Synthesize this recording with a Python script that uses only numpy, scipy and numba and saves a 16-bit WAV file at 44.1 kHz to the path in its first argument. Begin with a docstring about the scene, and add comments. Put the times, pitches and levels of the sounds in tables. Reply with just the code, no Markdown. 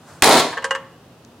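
"""A small room, two microphones close to an empty aluminium can standing on a wooden table.
Over quiet room noise a big marrow swishes down. The can wall cracks and crumples in a run of snaps,
the table booms under the shoves, and the recorder's limiter flattens the blow.
Let go, the dented can rocks on its base with a few clinks that die away.
Last comes one tiny creak from the dent."""
import sys
import numpy as np
from scipy import signal
from scipy.fft import irfft, next_fast_len
from scipy.io import wavfile
from numba import njit

SR = 44100
rng = np.random.default_rng(int(sys.argv[2]) if len(sys.argv) > 2 else 0)


def inscribe(sig):
    """Save sig as 16-bit PCM at rate SR to the path in sys.argv[1].

    A 1-D sig is mono; a 2-D sig holds one channel per row.
    Samples are clipped to [-1, 1] before scaling.
    """
    pcm = np.round(np.clip(np.atleast_2d(sig).T, -1, 1) * 32767)
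    wavfile.write(sys.argv[1], SR, pcm.astype(np.int16))


N = 61739

# Spectra give relative level per hertz; the noise made from them is scaled to rms 1.
# spectrum of the quiet room: f/Hz, level/dB
ROOM_TONE_SPECTRUM = [(20, -32.5), (59, -19), (84, -4), (180, -2), (212, -11.5), (242, 1), (270, -7.5),
                      (575, -10.5), (1070, -15.5), (2350, -27), (2550, -22), (6210, -30.5), (16000, -38.5)]
# reverberation time of the room: f/Hz, t60/s
ROOM_DECAY = [(150, 0.32), (600, 0.51), (1800, 0.49), (4200, 0.48), (9000, 0.34), (15000, 0.22)]
# rustle of the swing as the marrow comes down: t/s, level/dB
SWING_LEVELS = [(0.0, -58), (0.06, -52), (0.088, -44), (0.23, -51)]
# spectrum of that rustle: f/Hz, level/dB
SWING_SPECTRUM = [(100, -23.5), (350, -0.5), (1500, 1), (2300, -13.5), (8000, -11.5), (15000, -29)]
# touch-downs of the rocking can: t/s, ring level/dB, clatter level/dB, tick level/dB,
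# pitch factor of the tick, landing spot (0 rim, 1 base), contact/s, rebound level/dB
TOUCH_DOWNS = [(0.528, -33.5, -27.5, -42, 1.1, 0, 0.0012, -2.5),
               (0.569, -21.5, -28, -38, 0.91, 0.14, 0.0075, -1),
               (0.619, -38, -31.5, -47, 1.1, 0.94, 0.0066, -8),
               (0.643, -15, -26.5, -22.5, 1.096, 0.19, 0.00025, 4),
               (0.708, -14.7, -21, -26.5, 1.07, 0.93, 0.00058, -5),
               (0.7495, -23.5, -21.5, -31, 1, 0, 0.0003, -4.5)]
# modes of the dented can: f/Hz, level struck on the rim/dB, level on the base/dB, t60 on the base/s
DENTED_CAN_MODES = [(463, -9, -20, .22), (538, -14, -9, .45), (858, -21, -17, .42), (969, -10, -24, .27),
                    (1068, -11, -3, .14), (1115, -7, -14, .13), (1268, -16, -16, .24), (1433, -20, -6, .07),
                    (1598, 0, -5, .12), (1780, -1, -14, .11), (1955, -7, -4, .07), (2863, -21, -1, .115),
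                    (2995, -27, -11, .07), (3149, -25, -24, .22)]
# spectrum of the crowd of short modes in the dent and the table: f/Hz, level/dB
CLATTER_SPECTRUM = [(330, -17.5), (490, -4.5), (700, -11), (1100, 6.5), (1400, -4.5), (1850, 2.5),
                    (2350, -12.5), (3100, -6.5), (4500, -37)]
# spectrum of metal touching wood, before each tick's pitch factor: f/Hz, level/dB
TICK_SPECTRUM = [(1000, 0), (6400, 2.5), (8600, 0), (10500, -20.5), (16000, -40)]
# shoves of the marrow through the can into the table: t/s, level/dB
MARROW_SHOVES = [(0.2215, 0), (0.2466, 3), (0.268, -3), (0.284, 0.5), (0.302, -0.5), (0.326, -4),
                 (0.351, 0), (0.366, -10.5), (0.444, -12), (0.466, -23)]
# spectrum of the dull part of a shove: f/Hz, level/dB
THUD_SPECTRUM = [(40, -38.5), (100, -14), (180, -8), (380, 4), (520, -0.5), (750, 1), (1100, -1.5),
                 (1700, -16.5), (3500, -36)]
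# modes of the table top with the can pressed on it: f/Hz, level/dB
TABLE_TOP_MODES = [(157, -11), (247, -3), (317, -9), (364, -6), (406, -4), (447, -6), (565, -5), (641, 1),
                   (663, -3), (727, -3), (757, -5), (782, -3), (851, -3), (929, -3), (1101, -4), (1309, -5),
                   (1446, -9)]
# spectrum of the first crack of the can wall: f/Hz, level/dB
CRACK_SPECTRUM = [(30, -8.5), (150, 1), (500, -18), (1300, 3), (5000, -3), (10000, -6.5), (16000, -13.5)]
# course of the buckling as the wall folds: t/s, level/dB
BUCKLING_LEVELS = [(0.224, -11), (0.246, -3), (0.256, -10.5), (0.293, -11.5), (0.335, -12), (0.365, -19.5),
                   (0.392, -15), (0.412, -22), (0.45, -49), (0.53, -40.5)]
# spectrum of one buckle: f/Hz, level/dB
BUCKLE_SPECTRUM = [(200, -20), (700, 4), (1400, -4), (2100, -1), (2700, -7), (4100, -0.5), (5600, -8),
                   (9800, -9.5), (12000, -19), (16000, -22.5)]
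# creases that snap through with a bright ping: t/s, level/dB, f/Hz
CREASE_SNAPS = [(0.2404, -6.5, 4630), (0.244, -1.5, 10200), (0.2923, -10.5, 10800), (0.387, -31, 9000)]

SPLIT_HZ, ROOM_TONE_SPLIT_HZ = 9100, 3040  # the two microphones differ more and more towards these
ROOM_TONE_DB, ROOM_BUILD_S = -47, 0.0016
CLATTER_T60_S, TICK_T60_S, REBOUND_S = 0.045, 0.066, 0.00763
CLATTER_ECHO_DB, RING_ECHO_DB = -10.5, -18
RIM_DAMPING = 0.32  # share of the ring time lost when the can leans on its rim
CAN_LOW_HZ = 295.6  # the small can radiates little below this
THUMP_HZ, THUMP_DB, THUMP_T60_S = 114.5, -10, 0.039
THUD_DB, THUD_T60_S, THUD_RISE_S, THUD_ECHO_DB = -9.5, 0.11, 0.0044, -7.5
TABLE_DB, TABLE_T60_S, TABLE_LONG_HZ = -19, 0.155, 240  # t60 of the high modes; doubled at this pitch
HIT_S, CRACK_DB, CRACK_T60_S, CREASE_T60_S = 0.2222, 2.5, 0.028, 0.022
BUCKLES_PER_S, BUCKLE_SPREAD_DB, BUCKLE_T60_S, WALL_ECHO_DB = 830, 2.5, 0.023, -5
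LIMIT_DB, LIMIT_ATTACK_S, LIMIT_RELEASE_S = -3, 0.00051, 0.025
LOW_CUT_HZ, HIGH_CUT_HZ = 25, 15900


def amp(db):
    """Decibels to gain."""
    return 10 ** (np.asarray(db) / 20)


def unit_rms(x):
    """Scale to rms 1."""
    return x / np.sqrt(np.mean(x ** 2))


def since(start):
    """Seconds since start, zero before it."""
    return np.maximum(np.arange(N) / SR - start, 0)


def fader(points):
    """Gain along (t/s, level/dB) points, silent outside them."""
    return amp(np.interp(since(0), *np.array(points).T, left=-200, right=-200))


def over_hz(points, hz):
    """Read (f/Hz, value) points on a log-frequency axis."""
    freqs, values = np.array(points).T
    return np.interp(np.log(np.maximum(hz, 1)), np.log(freqs), values)


def noise(spectrum, split_hz=SPLIT_HZ):
    """Coloured noise of rms 1 at the microphone pair: alike in the bass, wider in the treble."""
    size = next_fast_len(N, real=True)
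    hz = np.fft.rfftfreq(size, 1 / SR)
    mid, side = np.exp(2j * np.pi * rng.random((2, len(hz))))
    width = np.clip(0.021 + hz / np.hypot(split_hz, hz), 0, 1)
    pair = (mid + np.array([[1], [-1]]) * width * side) / np.hypot(1, width)
    return unit_rms(irfft(pair * amp(over_hz(spectrum, hz)), size)[:, :N])


def strike(start, t60, contact=1 / 5000):
    """Envelope of a blow: rises over the contact time, then dies away."""
    t = since(start)
    return np.minimum(t / contact, 1) * np.exp(-np.log(1000) * np.maximum(t - contact, 0) / t60)


def ring(start, modes, contact=1 / 2000):
    """Decaying modes (f/Hz, level/dB, t60/s) set off together, alternating in sign."""
    t = since(start)
    return sum((-1) ** k * amp(db) * strike(start, t60, contact) * np.sin(2 * np.pi * hz * t)
               for k, (hz, db, t60) in enumerate(modes))


def reverberate(x, echo):
    """What the room sends back to the two microphones."""
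    return signal.fftconvolve(np.atleast_2d(x), echo, axes=1)[:, :N]


def room_tone():
    """Steady, low noise of the small room, behind everything else."""
    return amp(ROOM_TONE_DB) * noise(ROOM_TONE_SPECTRUM, ROOM_TONE_SPLIT_HZ)


def room_echo():
    """Diffuse impulse response of the room: it builds quickly, then each band decays at its own rate."""
    white = noise([(20, 0), (20000, 0)])[:, :SR // 2]
    hz, t, bands = signal.stft(white, SR, nperseg=256)
    decay = np.exp(-np.log(1000) * t / over_hz(ROOM_DECAY, hz)[:, None])
    tail = signal.istft(bands * decay, SR)[1]
    tail *= 1 - np.exp(-np.arange(tail.shape[1]) / SR / ROOM_BUILD_S)
    return tail / np.sqrt(np.sum(tail ** 2) / 2)


def marrow_swing():
    """Faint rustle of the swing, just ahead of the blow."""
    return fader(SWING_LEVELS) * noise(SWING_SPECTRUM)


def metal_ping(start, db, hz, t60):
    """Short, rough snap of thin metal around one pitch."""
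    return amp(db) * strike(start, t60) * noise([(hz / 2, -24), (hz, 0), (hz * 1.56, -30)])


def rocking_can(echo):
    """Each touch-down rings, clatters and ticks; where it lands sets which modes speak and how long."""
    rings, rattle, ticks = 0, 0, 0
    for start, ring_db, clatter_db, tick_db, tick_pitch, on_base, contact, rebound_db in TOUCH_DOWNS:
        t60_share = 1 - RIM_DAMPING * (1 - on_base)
        modes = [(hz, rim_db + on_base * (base_db - rim_db), t60_share * t60)
                 for hz, rim_db, base_db, t60 in DENTED_CAN_MODES]
        rings += amp(ring_db) * ring(start, modes, contact)
        landing = strike(start, CLATTER_T60_S, contact)
        rebound = strike(start + REBOUND_S, CLATTER_T60_S, contact)  # the rim rattles once more
        rattle += amp(clatter_db) * (landing + amp(rebound_db) * rebound)
        tick_noise = noise([(hz * tick_pitch, db) for hz, db in TICK_SPECTRUM])
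        ticks += amp(tick_db) * strike(start, TICK_T60_S, contact) * tick_noise
    clatter = rattle * noise(CLATTER_SPECTRUM)
    into_room = amp(RING_ECHO_DB) * (rings + ticks) + amp(CLATTER_ECHO_DB) * clatter
    can = rings + clatter + ticks + reverberate(into_room, echo)
    return signal.sosfilt(signal.butter(2, CAN_LOW_HZ, "high", fs=SR, output="sos"), can)


def table_boom(echo):
    """The whole table gives under the blow; each shove then thuds and feeds the modes of the top."""
    thump = ring(HIT_S, [(THUMP_HZ, THUMP_DB, THUMP_T60_S)])
    shoves = sum(amp(db) * strike(start, THUD_T60_S, THUD_RISE_S) for start, db in MARROW_SHOVES)
    thud = amp(THUD_DB) * shoves * noise(THUD_SPECTRUM)
    rings = 0
    for (hz, mode_db), phase in zip(TABLE_TOP_MODES, rng.random(len(TABLE_TOP_MODES))):
        t60 = TABLE_T60_S * (1 + TABLE_LONG_HZ / hz)
        energy = sum((amp(db) * strike(start, t60, contact=2 / hz)) ** 2 for start, db in MARROW_SHOVES)
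        tone = np.sin(2 * np.pi * (hz * since(0) + phase))
        rings += amp(TABLE_DB + mode_db) * np.sqrt(energy) * tone
    return thump + rings + thud + amp(THUD_ECHO_DB) * reverberate(thud, echo)


def crumpling_can(echo):
    """Close up: one sharp crack, then a dense run of snaps as the wall folds, a few of them bright."""
    buckles = rng.random(N) < BUCKLES_PER_S / SR
    snaps = buckles * amp(BUCKLE_SPREAD_DB * np.minimum(rng.exponential(size=N), 4))
    kept_per_sample = np.exp(-2 * np.log(1000) / BUCKLE_T60_S / SR)
    energy = signal.lfilter([1], [1, -kept_per_sample], snaps ** 2)
    buckling = unit_rms(np.sqrt(energy)) * fader(BUCKLING_LEVELS) * noise(BUCKLE_SPECTRUM)
    crack = amp(CRACK_DB) * strike(HIT_S, CRACK_T60_S) * noise(CRACK_SPECTRUM)
    wall = crack + buckling
    creases = sum(metal_ping(start, db, hz, CREASE_T60_S) for start, db, hz in CREASE_SNAPS)
    return wall + creases + amp(WALL_ECHO_DB) * reverberate(wall + creases / 2, echo)


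def scene():
    """At the microphones: room tone, swing, blow, rocking can and the last creak of the dent."""
    echo = room_echo()
    swing = marrow_swing()
    background = room_tone()
    creak = metal_ping(start=1.249, db=-37.5, hz=5830, t60=0.0092)
    return background + swing + crumpling_can(echo) + table_boom(echo) + rocking_can(echo) + creak


@njit
def limiter_level(peaks):
    """The level the limiter follows: quick up, slower down."""
    attack, release = 1 / (LIMIT_ATTACK_S * SR), 1 / (LIMIT_RELEASE_S * SR)
    levels, level = np.empty(len(peaks)), 0.
    for i in range(len(peaks)):
        level += (peaks[i] - level) * (attack if peaks[i] > level else release)
        levels[i] = level
    return levels


def record(dry):
    """The recorder's limiter holds the blow down, the first peak clips, and both band ends are cut."""
    level = limiter_level(np.abs(dry).max(axis=0))
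    reduction = np.maximum(level / amp(LIMIT_DB), 1)
    held = np.clip(dry / reduction, -1, 1)
    low_cut = signal.butter(2, LOW_CUT_HZ, "high", fs=SR, output="sos")
    high_cut = signal.ellip(10, .2, 70, HIGH_CUT_HZ, fs=SR, output="sos")
    return signal.sosfilt(high_cut, signal.sosfilt(low_cut, held))


dry = scene()
out = record(dry)
inscribe(out)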